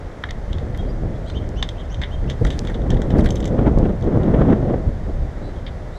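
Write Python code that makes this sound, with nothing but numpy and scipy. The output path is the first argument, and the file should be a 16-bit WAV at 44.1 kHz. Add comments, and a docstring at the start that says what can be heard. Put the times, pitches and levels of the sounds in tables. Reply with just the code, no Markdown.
"""Starlings peck and shuffle through seed on a roofed hanging feeder, beside a small plastic camera.
Each blow crunches a few seeds and excites the resonances of the tray and the camera case.
At about three seconds the birds flap off and scatter seed; thin rising calls come from birds around.
Wind rumbles on the microphone throughout and swells to a gust, over the steady hush of the yard."""
import sys
import numpy as np
from scipy import signal
from scipy.fft import rfft, irfft, next_fast_len
from scipy.io import wavfile
from scipy.ndimage import uniform_filter1d, minimum_filter1d, map_coordinates

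SR = 44100
rng = np.random.default_rng(int(sys.argv[2]) if len(sys.argv) > 2 else 0)


def master_out(mix):
    """Clip the mix to full scale and print it as 16-bit PCM to the path in sys.argv[1]."""
    frames = np.transpose(np.atleast_2d(mix))
    ceiling = np.clip(frames, -1, 1)
    pcm = np.round(ceiling * 32767).astype(np.int16)
    wavfile.write(sys.argv[1], SR, pcm)


N = 263718
TIME = np.arange(N) / SR

# Spectral envelopes. Each row: frequency in Hz, relative spectral density in dB.
YARD_SPECTRUM = [(100, -8), (600, 7), (1000, -3), (1400, -5.5), (2000, -9), (2550, -18.5), (3400, -21),
                 (4200, -21.5), (5300, -23), (6400, -25), (8500, -32), (11000, -37), (15000, -50)]  # distant hush
RUMBLE_SPECTRUM = [(5, -29), (14, -6), (24, 7), (35, 8), (60, 5), (100, 0.5), (160, -8), (300, -48.5),
                   (600, -120)]  # large, slow eddies
BUFFET_SPECTRUM = [(8, -18), (50, -4), (120, 1.5), (200, 2), (330, -3.5), (560, -7.5), (750, -15.5),
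                   (1000, -27), (1600, -49.5), (2500, -61.5), (5000, -101), (12000, -110)]  # smaller eddies
RASP_SPECTRUM = [(400, -30), (750, -5.5), (1000, -7.5), (1400, -11), (2000, -18), (2500, -28), (3400, -28),
                 (4500, -45.5), (6300, -46.5), (9000, -66), (14000, -65)]  # a strong gust
FEATHER_SPECTRUM = [(1000, 9), (2000, 15.5), (2600, 6), (3600, 2), (4800, 4), (6500, -2), (9000, -3.5),
                    (12000, -13), (15000, -20.5)]  # feathers brushing
HUSK_SPECTRUM = [(3000, -22), (6500, 3), (9000, -2), (12500, -5), (14500, -5), (15500, -13)]  # husks stirring
TICK_SPECTRUM = [(1500, -21), (3500, -7), (6000, -3), (8000, -8), (11000, -18), (15000, -20)]  # ticks on the case
WING_AIR_SPECTRUM = [(15, -25), (40, 9), (80, 1), (200, -11), (600, -15.5), (1500, -94), (4000, -120)]

# Airflow over the microphone port. Each row: time in seconds, strength in dB.
AIRFLOW = [(0,-41.5), (.4,-38), (.62,-33.5), (1.1,-29.5), (1.31,-36.5), (1.35,-29.5), (1.78,-37.5),
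           (2.2,-38), (2.25,-26.5), (2.39,-37.5), (2.41,-32), (2.46,-22), (2.49,-28), (2.73,-29),
           (2.88,-22), (3.09,-24), (3.135,-16.5), (3.18,-15), (3.38,-25.5), (3.6,-17.5), (3.68,-15.5),
           (3.71,-22), (3.85,-17.5), (3.94,-24.5), (4.005,-35.5), (4.035,-18.5), (4.24,-17.5), (4.4,-14.5),
           (4.47,-16), (4.53,-11.5), (4.57,-22), (4.7,-17.5), (4.78,-23.5), (4.95,-35), (5.25,-31.5),
           (5.33,-39), (5.41,-33), (5.98,-42)]
# Surges and sags of that flow. Each row: centre in seconds, half length in seconds, change in dB.
FLOW_SURGES = [(0.64,0.027,2), (0.819,0.029,4), (1.054,0.031,2.5), (1.377,0.026,2), (3.133,0.01,0.5),
               (3.591,.008,6), (3.678,0.018,5), (3.833,0.0069,2.5), (3.855,0.0052,7), (3.908,.01,2),
               (4.19,0.02,0), (4.22,0.013,-2.5), (4.35,0.0098,4), (4.42,0.012,3.5), (4.503,0.012,1.5),
               (4.742,0.0057,8), (4.895,0.035,4.5), (5.09,0.018,8.5)]
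# Single large eddies. Each row: centre in seconds, half length in seconds, relative level in dB.
EDDY_BUMPS = [(0.063, 0.014, -21), (0.506, 0.013, -16.5), (0.574, 0.021, -19), (1.033, 0.011, -15),
              (1.597, 0.036, -19), (1.916, 0.0097, -18), (1.994, 0.014, -15.5), (2.223, 0.1, -19),
              (2.454, 0.031, -12), (2.937, 0.052, -13.5), (3.263, 0.048, -13.5), (3.775, 0.054, -11.5),
              (4.879, 0.02, -13), (5.2, 0.065, -17.5)]
# Small eddies bursting on the port. Each row: time in seconds, peak level in dB.
EDDY_SLAPS = [(1.036, -12.5), (1.061, -15), (1.369, -14), (2.419, -10), (2.458, -9), (3.14, 1.5),
              (3.171, -15), (3.591, -11), (3.668, -3), (3.747, -12), (3.776, -1.5), (3.83, -1), (4.174, -1),
              (4.317, -11), (4.368, -5), (4.42, -3), (4.472, -7.5), (4.519, -10), (4.738, -4)]
# Rising calls. Each row: start in seconds, length in seconds, top pitch in Hz, slide as a share of
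# that pitch, level in dB, relative level of the octave in dB, roughness from 0 to 1.
RISING_CALLS = [(0.485,0.087,3330,0.28,-48,-25,0.4), (0.772,0.047,3260,0.047,-39,-22,0.17),
                (0.878,0.043,4840,0.033,-49.5,-26,0.1), (1.125,.055,3400,.12,-51,-20,0.5),
                (1.243,0.089,4100,0.19,-47,-12,0.4), (1.248,0.052,3280,0.22,-45,-13,.35),
                (1.334,0.062,3160,.28,-36.5,-19,0.38), (1.552,0.064,3080,0.24,-37.5,-12,0.24),
                (1.743,0.094,3200,0.38,-42.5,-19,0.73), (1.89,0.072,3120,0.25,-46.5,-3,.55),
                (2.101,0.061,3210,0.22,-40,-18,0.26), (2.265,0.058,3130,0.4,-42.5,-13,0.6),
                (5.388,0.13,4000,0.13,-52,-15,0.44), (5.52,0.085,3280,0.18,-53,-27,.6),
                (5.91,0.12,4020,.2,-50,-14,0.64)]
# Wing strokes and scuffs. Each row: centre in seconds, half length in seconds, brush level in dB,
# relative level of the air push in dB.
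WING_STROKES = [(2.42, 0.0084, -66.5, -9.5), (2.469, 0.0055, -41, -24), (2.562, 0.22, -50.5, -40),
                (2.936, 0.0093, -53, -11), (3.17, 0.0044, -52, -16), (3.191, 0.013, -38, -11),
                (3.244, 0.005, -38.5, -26), (3.261, 0.0084, -36, -11), (3.38, 0.01, -56, -41)]
# Flurries of dry husks. Each row: centre in seconds, half length in seconds, level in dB.
HUSK_FLURRIES = [(2.49, 0.054, -78), (3.09, .04, -67.5), (3.312, 0.14, -63)]
# Ticks on the camera case. Each row: start in seconds, relative level in dB, cutoff frequency in Hz.
CASE_TICKS = [(.3095,-16,4480), (.776,-24,15000), (1.491,-31,13000), (2.4493,-22,7000), (2.592,-11.5,6500),
              (3.787,-28.5,15000), (4.012,-38,15000)]
# Modes of the tray and camera case. Each row: centre frequency in Hz, width in Hz, gain in dB.
TRAY_MODES = [(817,220,3.5), (1150,570,-4.5), (1620,760,18), (2060,530,19.5), (3206,640,10.5),
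              (3690,460,10), (4410,750,-1.5), (5390,400,-2.5), (5920,180,2.5), (6270,260,3.5),
              (6850,360,-2), (7620,700,-5.5), (8850,1000,-20), (11050,2000,-21.5)]
# Beak, claws and seed striking the tray. Each row: time in seconds, relative level in dB, knock and
# click in dB against the middle band, time for the crunch to fall 60 dB in seconds, knock pitch in Hz.
TRAY_BLOWS = [(0.238,-21.5,6.5,-31,0.017,1570), (0.2873,-46,17,-14,.015,2050),
              (0.2915,-33,1,-26,0.019,2000), (0.3067,-28.5,2,-21,0.03,2000), (0.53,-27,-13,-16,0.015,1620),
              (0.584,-33,-3,-17,.013,2080), (.747,-38.5,8,-20,.02,2000), (1.299,-31,-1.5,-13,0.028,1350),
              (1.6263,-11.5,-8.5,-17.5,0.039,1960), (1.6892,-21.5,-11,-14,0.023,1910),
              (1.944,-29.5,-10,-16,.021,1600), (2.016,-24,2.5,-15.5,0.073,2000),
              (2.0297,-35,10,-25,.015,2090), (2.0358,-20,-5.5,-35,0.013,2100),
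              (2.043,-29,1,-26,0.0071,2130), (2.2985,-22.5,-5.5,-10.5,0.077,2130),
              (2.3152,-33,-2,-26,0.02,2060), (2.4503,-29,9,-5,0.011,1310), (2.467,-27.5,-10,-15,0.089,1800),
              (2.5038,-22.5,-8,-13,0.047,2000), (2.524,-29.5,-6,-14,0.22,1780),
              (2.65,-35.5,0,-10,0.012,1780), (2.6722,-26.5,-5.5,-14,0.011,1380), (2.684,-38,6,-12,.03,2200),
              (2.698,-39,13.5,-6,0.054,1600), (2.7432,-28.5,-3,-18,0.07,1420), (2.818,-40,-1,-13,.015,1780),
              (2.9037,-24,-8,-7,0.029,1740), (2.916,-33,5,-25,.05,1780), (2.9427,-36,0,-12,.015,1780),
              (2.9685,-34.5,4,-20,0.04,1780), (3.0183,-31,4.5,-4.5,0.012,1580),
              (3.104,-30.5,1,-14,0.046,1670), (3.2065,-33.5,-2,-9,0.032,1780),
              (3.2602,-27,5.5,-23,0.076,1950), (3.271,-34,5,-20,0.034,2100), (3.289,-30,-10,-11,0.014,1780),
              (3.3052,-25,-18,-1,0.028,1500), (3.356,-34.5,-19,4,0.026,2118),
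              (3.367,-31.5,-13,-16,.03,1780), (3.403,-34.5,-3,-2,0.031,2110),
              (3.4268,-31.5,-14,-18,.018,1780), (3.4421,-30.5,-15,-9,.018,1780),
              (3.455,-29.5,-5,-0.5,0.021,2100), (3.4765,-34.5,-17,-2,0.029,1530),
              (3.893,-46,-11,-15,.02,1800), (4.0243,-37.5,-14,-9,0.017,1700), (4.041,-46,-8,-4,.02,1800),
              (4.232,-36,-4,-13,0.023,1310), (5.665,-27,-7,-38,0.047,2270), (5.676,-33.5,2,-38,0.067,2200)]


def amp(db):
    """Amplitude ratio of a level in decibels."""
    return 10 ** (np.asarray(db) / 20)


def unit(x):
    """Normalisation to an rms of 1."""
    return x / np.sqrt(np.mean(x ** 2) + 1e-20)


def filtered(x, response):
    """Linear filtering: the spectrum of x times a frequency response."""
    size = next_fast_len(len(x) + SR // 8)
    return irfft(rfft(x, size) * response(np.fft.rfftfreq(size, 1 / SR)), size)[:len(x)]


def below(hz, corner_hz):
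    """Gain of a steep low-pass filter."""
    return 1 / (1 + (hz / corner_hz) ** 16)


def coloured(x, spectrum):
    """Spectral shaping by an envelope interpolated over log frequency."""
    knots_hz, db = np.transpose(spectrum)
    return filtered(x, lambda hz: amp(np.interp(np.log(hz + 1), np.log(knots_hz), db)))


def noise(spectrum):
    """Coloured Gaussian noise of rms 1."""
    return unit(coloured(rng.standard_normal(N), spectrum))


def wobble(rate):
    """Smooth random modulation with rate knots a second."""
    return map_coordinates(rng.standard_normal(int(N * rate / SR) + 4), [TIME * rate])


def swell(s, half):
    """Gaussian envelope centred on time s."""
    return np.exp(-((TIME - s) / half) ** 2)


def evened(x, seconds):
    """Compression: dividing by the running rms flattens the chance swells of a noise."""
    size = max(int(seconds * SR), 1)
    power = np.abs(uniform_filter1d(uniform_filter1d(x * x, size), size))
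    return unit(x / np.sqrt(power + 0.043))


def add(track, s, sound):
    """Superposition of a sound on the track at time s."""
    start = max(round(s * SR), 0)
    track[start:start + len(sound)] += sound[:max(N - start, 0)]


def echo(x, t60, delay):
    """Diffuse reverberation: convolution with decaying noise that starts after a delay."""
    t = np.arange(SR // 2) / SR
    tail = rng.standard_normal(len(t)) * amp(-60 * t / t60) * (t > delay)
    return signal.fftconvolve(x, tail / np.linalg.norm(tail))[:N]


def tray(hz):
    """Modal superposition: tray and case respond as a sum of steep-sided resonances."""
    return sum((-1) ** k * amp(db) * (1j * hz * width / (centre ** 2 - hz ** 2 + 1j * hz * width)) ** 2
               for k, (centre, width, db) in enumerate(TRAY_MODES))


def yard(hush_db=-40.5, case_db=-56):
    """Forced vibration: the distant outdoor hush keeps the case faintly ringing."""
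    case = unit(filtered(rng.standard_normal(N), tray))
    return amp(0.2 * wobble(6.8)) * (amp(hush_db) * noise(YARD_SPECTRUM) + amp(case_db) * case)


def wind(breeze_db=-25.5, rumble_db=-23, buffet_db=-25, rasp_db=-52):
    """Turbulence: large eddies rumble, smaller ones buffet the port, and a strong gust adds a rasp."""
    lumps, flutter = wobble(110), unit(amp(0.9 * wobble(70)))
    surges_db = sum(db * swell(s, half) for s, half, db in FLOW_SURGES)
    flow_db = np.interp(TIME, *np.transpose(AIRFLOW)) - breeze_db + surges_db
    bumps = sum(amp(db - 1) * swell(s, half) for s, half, db in EDDY_BUMPS)
    lull_db = np.interp(TIME, [0.22, 0.27], [-7.5, 0])  # the rumble starts out of a lull
    # Each layer grows as its own power of the flow, the rasp most steeply.
    eddies = amp(rumble_db + 0.33 * flow_db + lull_db + 1.5 * wobble(6.7))
    rumble = np.hypot(eddies, bumps) * evened(noise(RUMBLE_SPECTRUM), seconds=0.047)
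    buffet = amp(buffet_db + flow_db) * evened(noise(BUFFET_SPECTRUM) * amp(1.77 * lumps), seconds=0.13)
    rasp = amp(rasp_db + 1.524 * flow_db) * evened(noise(RASP_SPECTRUM) * amp(1.9 * lumps), seconds=0.047)
    return rumble + flutter * (buffet + rasp)


def slaps(rise_s=0.00063, fall_s=0.0023):
    """Pressure transients: an eddy bursting on the port gives a sudden step, then a short suction."""
    out, t = np.zeros(N), np.arange(SR // 40) / SR
    pulse = (1 - np.exp(-(t / rise_s) ** 2)) * (1 - t / (2 * fall_s)) * np.exp(-t / fall_s)
    for s, db in EDDY_SLAPS:
        add(out, s - rise_s, rng.choice([-1, 1]) * amp(db) * pulse / pulse.max())
    return out


def calls(second_ratio=1.14, second_db=-9, crest=0.62, waver=0.032, rough_db=4):
    """Biphonation: the two sides of the syrinx glide up on close pitches, roughened by fast tremor."""
    out = np.zeros(N)
    tremor, grain = wobble(300), np.tanh(wobble(250))
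    haze = (wobble(850) + 1j * wobble(850)) / 2  # spreads the octave into a narrow band of noise
    fuzz = wobble(600) + 1j * wobble(600)
    for s, length, top_hz, slide, db, octave_db, rough in RISING_CALLS:
        progress = np.linspace(0, 1, int(length * SR))
        here = (round(s * SR) + np.arange(len(progress))) % N
        below_top = slide * (progress / crest - 1) ** 2 * np.where(progress < crest, 1, 0.5)
        pitch = top_hz * (1 - below_top + waver * rough * tremor[here])
        phase = 2 * np.pi * np.cumsum(pitch) / SR
        effort = np.abs(np.sin(np.pi * progress))
        both_sides = np.exp(1j * phase) + amp(second_db) * np.exp(1j * second_ratio * phase)
        case_gain = 0.23 + 0.99 * progress  # the case favours the high, late part of the slide
        octave = np.sqrt(effort) * amp(octave_db) * haze[here] * np.exp(2j * phase)
        voice = effort ** 0.8 * case_gain * both_sides + octave
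        rasp = (1 + rough * fuzz[here]) / np.hypot(1, rough)
        add(out, s, amp(db + rough_db * rough * grain[here]) * (voice * rasp).real)
    return out


def wings():
    """Friction and displacement: feathers brush, and each stroke pushes air at the microphone."""
    brush = sum(amp(db) * swell(s, half) for s, half, db, _ in WING_STROKES)
    push = sum(amp(db - 4) * swell(s, half) for s, half, _, db in WING_STROKES)
    air = evened(noise(WING_AIR_SPECTRUM), seconds=0.023)
    grains = rng.standard_normal(N) * amp(3.5 * wobble(900))
    return brush * unit(coloured(grains, FEATHER_SPECTRUM)) + push * air


def husks(grains_per_s=2500):
    """Shot noise: dry husks, stirred by feet and wings, sparkle in tiny random impacts."""
    impacts = (rng.random(N) < grains_per_s / SR) * rng.standard_normal(N)
    flurries = sum(amp(db) * swell(s, half) for s, half, db in HUSK_FLURRIES)
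    return flurries * unit(coloured(impacts, HUSK_SPECTRUM))


def ticks(t60=0.00099):
    """Impulse excitation: a tick on the camera case dies within a millisecond, and a duller tick has a lower
    cutoff."""
    out, t = np.zeros(N), np.arange(SR // 100) / SR
    for s, db, cutoff_hz in CASE_TICKS:
        burst = 0.33 * rng.standard_normal(len(t)) * amp(-60 * t / t60)
        burst[0] = 1
        snap = filtered(burst, lambda hz: 1 / (1 + np.sqrt(2) * 1j * hz / cutoff_hz - (hz / cutoff_hz) ** 2))
        add(out, s, amp(db + 15.5) * snap)
    return coloured(out, TICK_SPECTRUM)


def shuffling(slips_per_s=30, leave_s=3.5):
    """Random impulse excitation: seeds slipping underfoot ring the tray until the birds leave."""
    slips = (rng.random(N) < slips_per_s / SR) * rng.uniform(0.3, 1, N) * (TIME < leave_s)
    return amp(-63) * unit(echo(filtered(slips, tray), t60=0.02, delay=0))


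def pecks(rise_s=0.0009, settle_db=-19, settle_t60=0.16, firm_db=-22, knock_width_hz=340):
    """Impact excitation: each blow rings the tray and sinks into seeds, which crunch and then settle."""
    out, t = np.zeros(N), np.arange(SR // 6) / SR
    impulse = np.arange(len(t)) == round(2 * rise_s * SR)
    for s, db, knock_db, click_db, crunch_t60, knock_hz in TRAY_BLOWS:
        force_db = db - firm_db  # a stronger blow cracks harder and thumps more
        seeds = rng.standard_normal(len(t)) * amp(2 * rng.standard_normal(len(t)))
        crunch = seeds * (1 - np.exp(-(t / rise_s) ** 2)) * amp(-60 * t / crunch_t60)
        # Settling is softer than the blow, so it holds less treble.
        settle = seeds * amp(settle_db - 60 * t / settle_t60)
        settle = filtered(settle, lambda hz: 1 / (1 + (hz / 5000) ** 4))
        strike = impulse * amp(-1 + 0.48 * force_db) * np.linalg.norm(crunch[t < 8 * rise_s])
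        ring = filtered(strike + crunch + settle, tray)
        under_middle = filtered(ring, lambda hz: below(hz, 2550))
        under_click = filtered(ring, lambda hz: below(hz, 5200))
        middle, click = unit(under_click - under_middle), unit(ring - under_click)
        # The struck spot favours a lower mode, giving a knock; the settling seeds ring it more softly.
        body = filtered(strike + crunch + 0.59 * settle, lambda hz: tray(hz) * below(hz, 2550))
        thump = filtered(body, lambda hz: below(hz, 1100))
        spot = filtered(body - thump, lambda hz: 1 / (1 + 1j * (hz - knock_hz) / knock_width_hz))
        knock = unit(spot) + amp(-9 + 0.78 * max(force_db, 0)) * unit(thump)
        blow = amp(knock_db) * knock + middle + amp(click_db) * click
        add(out, s - 0.0013, amp(db - 23) * blow)
    return out


def scene():
    """Direct and reflected sound: pecks under the little roof, calls among trees, wind over all."""
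    feeding, chirps = pecks() + shuffling(), calls()
    roof = amp(-16.5) * echo(feeding, t60=0.095, delay=0.011)
    trees = amp(-12.5) * echo(chirps, t60=0.27, delay=0.034)
    birds = feeding + roof + ticks() + chirps + trees + wings() + husks()
    return (birds + wind() + slaps() + yard())[None]


def record(dry, ceiling=0.92, top_hz=15400):
    """Peak and band limiting: the camera ducks the highest peaks and passes nothing above top_hz."""
    needed = np.minimum(1, ceiling / (np.abs(dry) + 1e-9))
    gain = uniform_filter1d(minimum_filter1d(needed, size=400), size=300)
    return np.array([filtered(channel, lambda hz: hz < top_hz) for channel in dry * gain])


dry = scene()
out = record(dry)
master_out(out)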